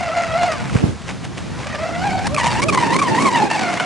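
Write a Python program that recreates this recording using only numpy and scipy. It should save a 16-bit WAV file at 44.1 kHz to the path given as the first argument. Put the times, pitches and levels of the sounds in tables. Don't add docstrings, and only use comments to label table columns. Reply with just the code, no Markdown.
import sys
import numpy as np
from scipy import signal
from scipy.fft import rfft, irfft, next_fast_len
from scipy.io import wavfile
from scipy.ndimage import map_coordinates

SR = 44100
rng = np.random.default_rng(int(sys.argv[2]) if len(sys.argv) > 2 else 0)


def output_pcm(signal):
    pcm = np.clip(np.atleast_2d(signal).T, -1, 1) * 32767
    wavfile.write(sys.argv[1], SR, np.round(pcm).astype(np.int16))


N = 169785

# t/s, blade rate f/Hz
BLADE_RATE = [(0,715),(.11,645),(.145,712),(.2,680),(.32,650),(.37,678),(.395,728),(.425,675),(.452,725),(.475,700),(.525,600),(.555,590),(.58,505),(.72,370),(1.45,390),(1.62,525),(1.72,640),(1.76,592),(1.85,665),(1.9,658),(1.97,695),(2.035,755),(2.055,830),(2.09,772),(2.2,742),(2.26,820),(2.3,1080),(2.35,1220),(2.375,1160),(2.4,1010),(2.44,900),(2.472,980),(2.5,910),(2.585,895),(2.62,1100),(2.68,1310),(2.7,1200),(2.735,1070),(2.785,1010),(2.86,895),(2.91,915),(2.96,1070),(2.995,1140),(3.025,1150),(3.07,990),(3.12,888),(3.17,925),(3.2,1060),(3.235,1150),(3.275,1080),(3.31,930),(3.365,965),(3.395,870),(3.475,825),(3.51,900),(3.54,905),(3.58,780),(3.68,700),(3.81,728),(3.85,695)]
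# t/s, whine level/dB, spray level/dB (before SPRAY_DB and contact changes)
BITE_LEVELS = [(0,-29,-37.5),(.12,-25,-38),(.185,-16.5,-34.5),(.23,-24.5,-35),(.315,-24,-40),(.366,-15,-35),(.4,-22,-37),(.43,-13,-33.5),(.465,-22.5,-32.5),(.5,-19,-41.5),(.53,-37,-29.5),(.56,-36.5,-36.5),(.68,-61,-40),(1,-74,-61),(1.52,-54,-50),(1.71,-33,-36.5),(1.82,-27.5,-41),(1.98,-28,-40),(2.05,-18.5,-34.5),(2.14,-19.5,-37.5),(2.2,-23.5,-39),(2.39,-18.5,-29),(2.435,-21.5,-31),(2.47,-22,-29.5),(2.54,-25.5,-31),(2.745,-20.5,-31.5),(2.79,-16,-31.5),(2.86,-26.5,-32),(2.925,-16,-33.5),(3.04,-19.5,-31),(3.12,-19,-34.5),(3.205,-14.5,-32),(3.232,-23.5,-29.5),(3.274,-13.5,-28.5),(3.3,-19.5,-37.5),(3.37,-17.5,-30),(3.46,-20.5,-35.5),(3.53,-21,-30),(3.68,-25.5,-32),(3.78,-31.5,-32.5),(3.82,-24,-27.5),(3.85,-26,-35)]
# t/s, roughness (0 to 1)
ROUGHNESS = [(0,.33),(.3,.3),(.42,.15),(.55,.22),(1.7,.5),(1.92,.48),(2.03,.3),(2.2,.55),(2.45,.7),(2.8,.62),(3.2,.5),(3.5,.53),(3.85,.38)]
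# start t/s, length t/s, level change/dB
AIR_HOPS = [(2.28,.092,-22),(2.607,.117,-22),(2.762,.011,-12),(2.97,.017,-14),(3.002,.014,-9),(3.484,.016,-10),(3.786,.012,-8)]
# start t/s, length t/s, level change/dB
DIG_INS = [(.517,.008,5),(1.831,.014,4),(2.774,.008,3),(2.904,.01,5),(3.421,.012,5),(3.51,.01,5)]
# start t/s, length t/s, hiss level/dB, blade tone level/dB, its octave level/dB
RIPPLE_SKIMS = [(2.268,0.0059,-18.5,-23,-53),(2.345,0.0059,-21.5,-27,-29),(2.364,0.0023,-29,-28,-16),(2.619,0.024,-21,-25,-20),(2.684,0.021,-23.5,-19,-19),(2.963,0.004,-20,-28,-19),(2.988,0.017,-28.5,-37,-24)]
# t/s, buffeting level/dB, flutter level/dB (both before random swells)
WIND_LEVELS = [(0,-22.5,-59),(.08,-36.5,-36),(.38,-28.5,-36),(.55,-31,-36.5),(.68,-24.5,-34),(.79,-25,-30.5),(.85,-23,-22),(.92,-22,-32),(.98,-30.5,-46),(1.4,-28,-37),(1.8,-31,-37),(2,-27.5,-34.5),(2.1,-21.5,-30),(2.25,-21,-31.5),(2.45,-25.5,-38.5),(2.65,-23,-22.5),(2.9,-33,-22),(3.4,-36.5,-21.5),(3.65,-44,-24.5),(3.85,-44,-34)]
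# t/s, level/dB
WAVELET_SLAPS = [(.6968,-20),(.7652,-21)]
# t/s, level/dB, right port's starting pitch f/Hz, balance (-1 left to 1 right)
EDDY_HITS = [(.7556,-.5,380,.3),(.8394,0,350,.2),(.8917,-11,250,.2)]
# t/s, level/dB, rise time constant t/s, decay by 60 dB t/s
SPLASH_EVENTS = [(.772,-27,0.037,0.25),(1.019,-31,0.0035,0.029),(1.092,-27,0.014,0.19),(1.251,-28,0.0085,0.045),(1.376,-29,0.0026,0.13)]
# f/Hz, gain/dB
HULL_RADIATION = [(700,1),(1380,1.5),(1580,-4),(1780,-1.5),(2300,-3),(2700,-6),(3300,-14.5),(4500,-13.5),(5800,-20),(10000,-25.5)]
# f/Hz, relative level/dB
SPRAY_COLOUR = [(200,-46),(500,7.5),(900,11.5),(1400,4.5),(2300,7),(3300,-3),(5500,-5),(8000,-10),(10500,-18.5)]
FIZZ_COLOUR = [(2000,-21),(5800,-2.5),(8500,-5),(10500,-15.5)]
RIVER_COLOUR = [(60,13),(300,-1.5),(700,6),(1500,2),(2500,-3),(4000,-5),(7000,-9),(10500,-21)]
BUFFET_COLOUR = [(30,-16),(70,-4.5),(120,-3),(200,-5.5),(350,-17.5),(800,-53),(3000,-47)]
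FLUTTER_COLOUR = [(50,-36),(110,-7),(190,-1.5),(320,-2.5),(550,-11),(1100,-24),(3000,-29.5),(10000,-41.5)]
SLAP_COLOUR = [(500,-23),(1200,6),(2400,-3),(4000,-16),(10000,-25)]
PUFF_COLOUR = [(50,2),(120,-3),(300,4),(800,-10),(1300,-20),(4000,-48)]
SPLASH_COLOUR = [(150,-43),(500,2),(1200,-4),(2500,-3),(4000,-12.5),(8000,-15.5),(10500,-26.5)]
SKIM_COLOUR = [(400, 3.0), (1500, -3.5), (5000, -1.5), (10000, -9)]

EDGE_S = 0.0019
JITTER, JITTER_RATE = .016, 90
CHURN_RATE, RASP_RATE, RASP = 110, 380, .5
OVERTONE_BLUR = 1.35
OVERTONE_SHARE = .34
FADE_DB, FADE_RATE = 1.6, 40
CHOP_DB, CHOP_RATE = 2.8, 70
SPRAY_DB, SPRAY_PULSING, SPRAY_FLICKER_DB = 5.5, 0.25, 3.5
FIZZ_DB, FIZZ_HZ, FIZZ_DB_PER_HZ = -3, 1080, .04
BANK_DB, BANK_RISE_S, BANK_T60_S = -17, 0.17, 0.63
RIVER_DB, RIVER_SWELL_DB = -36.5, 1.6
SLAP_T60_S, SPLASH_GRAIN_DB = .022, 3.5
PORT_LAG_S = 0.00209
EDDY_CYCLES, EDDY_PEAK, EDDY_WIDTH = .9, .55, .65
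LEFT_PITCH, EDDY_LAG_S = .7, .0023
PUFF_DB, PUFF_S = -18, .012
SKIM_RASP = .35
SHAFT_DB, SHAFT_BUILD_S = -25, 0.058
FLIGHT_S = 0.09
LOW_CUT_HZ, CEILING, CLIP_HARDNESS, TOP_HZ = 74, .95, 6, 10800


def amp(db):
    return 10 ** (np.asarray(db) / 20)


def unit(x):
    return x / np.sqrt(np.mean(x ** 2) + 1e-20)


def clock():
    return np.arange(N) / SR


def curves(rows):
    s, *cols = np.transpose(rows)
    return [np.interp(clock(), s, c) for c in cols]


def wobble(rate):
    knots = rng.standard_normal(int(N * rate / SR) + 4)
    return map_coordinates(knots, [clock() * rate], mode="nearest")


def filtered(x, response):
    m = next_fast_len(N + SR // 2)
    return irfft(rfft(x, m) * response(np.fft.rfftfreq(m, 1 / SR)), m)[..., :N]


def noise(colour, side_db):
    f, db = np.transpose(colour)
    white = rng.standard_normal((2, N))
    mid, side = filtered(white, lambda hz: amp(np.interp(np.log(hz + 1), np.log(f), db)))
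    side = amp(side_db) * side
    return unit(np.array([mid + side, mid - side]))


def gate(start, length):
    return np.clip((length / 2 - abs(clock() - start - length / 2)) / EDGE_S + .5, 0, 1)


def churn(rate):
    return wobble(rate) + 1j * wobble(rate)


def blade_angle():
    hz, = curves(BLADE_RATE)
    return 2 * np.pi * np.cumsum(hz * (1 + JITTER * wobble(JITTER_RATE))) / SR


def blade_pulsing(angle):
    return 1 + SPRAY_PULSING * np.cos(angle)


def blade_whine(angle, whine_db, spray_db, rough, hz):
    overtone_db = OVERTONE_SHARE * whine_db + (1 - OVERTONE_SHARE) * spray_db
    whine = np.zeros(N)
    for k in range(1, 11):
        clean = (1 - rough) ** (1 + OVERTONE_BLUR * (k - 1))
        smear = churn(CHURN_RATE * np.sqrt(k)) + RASP * churn(RASP_RATE * np.sqrt(k))
        swing = np.sqrt(clean) + np.sqrt(1 - clean) * smear / np.std(smear)
        fade = amp(FADE_DB * np.sqrt(k) * wobble(FADE_RATE))
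        partial = unit(np.real(swing * np.exp(1j * k * angle)) * fade)
        hull_db = np.interp(k * hz, *np.transpose(HULL_RADIATION))
        level_db = whine_db if k == 1 else overtone_db + hull_db
        whine += amp(level_db) * partial
    return whine


def blade_spray(angle, spray_db, hz):
    pulsing = unit(blade_pulsing(angle) * amp(SPRAY_FLICKER_DB * wobble(300)))
    spray = amp(SPRAY_DB) * noise(SPRAY_COLOUR, side_db=-16.5)
    fizz_db = FIZZ_DB + FIZZ_DB_PER_HZ * np.minimum(hz - FIZZ_HZ, 0)
    fizz = amp(fizz_db) * noise(FIZZ_COLOUR, side_db=-8.5)
    return amp(spray_db) * pulsing * (spray + fizz)


def propeller(angle):
    whine_db, spray_db = curves(BITE_LEVELS)
    rough, = curves(ROUGHNESS)
    hz, = curves(BLADE_RATE)
    whine = blade_whine(angle, whine_db, spray_db, rough, hz)
    spray = blade_spray(angle, spray_db, hz)
    contacts = list(AIR_HOPS) + list(DIG_INS)
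    contact_db = sum(db * gate(s, length) for s, length, db in contacts)
    chop_db = CHOP_DB * rough * wobble(CHOP_RATE)
    return amp(contact_db + chop_db) * (whine + spray)


def bank(x):
    t = np.arange(SR) / SR
    tail = rng.standard_normal((2, SR)) * amp(-60 * t / BANK_T60_S) * np.clip(t / BANK_RISE_S, 0, 1)
    echo = signal.fftconvolve(x[None], tail / np.linalg.norm(tail[0]), axes=1)[:, :N]
    return amp(BANK_DB) * filtered(echo, lambda hz: 1 / (1 + (hz / 4500) ** 2))


def river():
    return amp(RIVER_DB + RIVER_SWELL_DB * wobble(22.3)) * noise(RIVER_COLOUR, side_db=-17)


def wind():
    buffet_db, flutter_db = curves(WIND_LEVELS)
    buffet = amp(buffet_db + 2.26 * wobble(22.2)) * noise(BUFFET_COLOUR, side_db=-2.5)
    flutter = amp(flutter_db + 2.3 * wobble(29.78)) * noise(FLUTTER_COLOUR, side_db=0)
    flutter = flutter * amp(np.array([[-1.6], [1.6]]))
    ports = np.array([[1], [-1]])
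    return filtered(buffet + flutter, lambda hz: np.exp(1j * np.pi * hz * PORT_LAG_S * ports))


def slaps():
    t = clock()
    strength = sum((t >= s) * amp(db - 60 * abs(t - s) / SLAP_T60_S) for s, db in WAVELET_SLAPS)
    return strength * noise(SLAP_COLOUR, side_db=-17)


def thumps():
    out, t = np.zeros((2, N)), clock()
    puff = noise(PUFF_COLOUR, side_db=6)
    for s, db, hz, side in EDDY_HITS:
        left_s = t - s + EDDY_LAG_S
        turns = hz * np.maximum([LEFT_PITCH * left_s, t - s], 0)
        cycles = EDDY_CYCLES * np.log1p(turns / EDDY_CYCLES)
        swing = np.sin(2 * np.pi * cycles) * np.exp(-((cycles - EDDY_PEAK) / EDDY_WIDTH) ** 2)
        turbulence = amp(PUFF_DB) * puff * np.exp(-(left_s / PUFF_S) ** 2)
        out += amp(db) * (swing + turbulence) * np.array([[1 - side], [1 + side]])
    return out


def splashes():
    t = clock()
    swell = np.zeros(N)
    for s, db, rise, t60 in SPLASH_EVENTS:
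        decay = amp(db - 60 * np.maximum(t - s, 0) / t60)
        swell += decay * np.exp(np.minimum(t - s, 0) / rise)
    grain = amp(SPLASH_GRAIN_DB * wobble(400))
    return swell * unit(noise(SPLASH_COLOUR, side_db=-18) * grain)


def skims(angle):
    hiss = noise(SKIM_COLOUR, side_db=-14.0) * blade_pulsing(angle)
    tone, octave = [unit(np.real((1 + SKIM_RASP * churn(RASP_RATE)) * np.exp(1j * k * angle)))
                    for k in (1, 2)]
    out = np.zeros((2, N))
    for s, length, hiss_db, tone_db, octave_db in RIPPLE_SKIMS:
        rasp = amp(hiss_db) * hiss + amp(tone_db) * tone + amp(octave_db) * octave
        out += gate(s, length) * rasp
    return out


def free_shaft(angle):
    t = clock()
    airborne = np.zeros(N)
    for s, length, _ in AIR_HOPS:
        airborne += gate(s, min(length, FLIGHT_S)) * np.clip((t - s) / SHAFT_BUILD_S, 0, 1)
    return amp(SHAFT_DB) * airborne * unit(np.sin(angle / 2))


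def scene():
    angle = blade_angle()
    boat = propeller(angle) + skims(angle) + free_shaft(angle)
    water = river() + slaps() + splashes()
    return boat + bank(boat.mean(axis=0)) + water + wind() + thumps()


def record(dry):
    thin = filtered(dry, lambda hz: hz ** 2 / np.sqrt(hz ** 4 + LOW_CUT_HZ ** 4))
    rounded = thin / (1 + abs(thin / CEILING) ** CLIP_HARDNESS) ** (1 / CLIP_HARDNESS)
    return filtered(rounded, lambda hz: np.clip((TOP_HZ - hz) / 300 + .5, 0, 1))


dry = scene()
out = record(dry)
output_pcm(out)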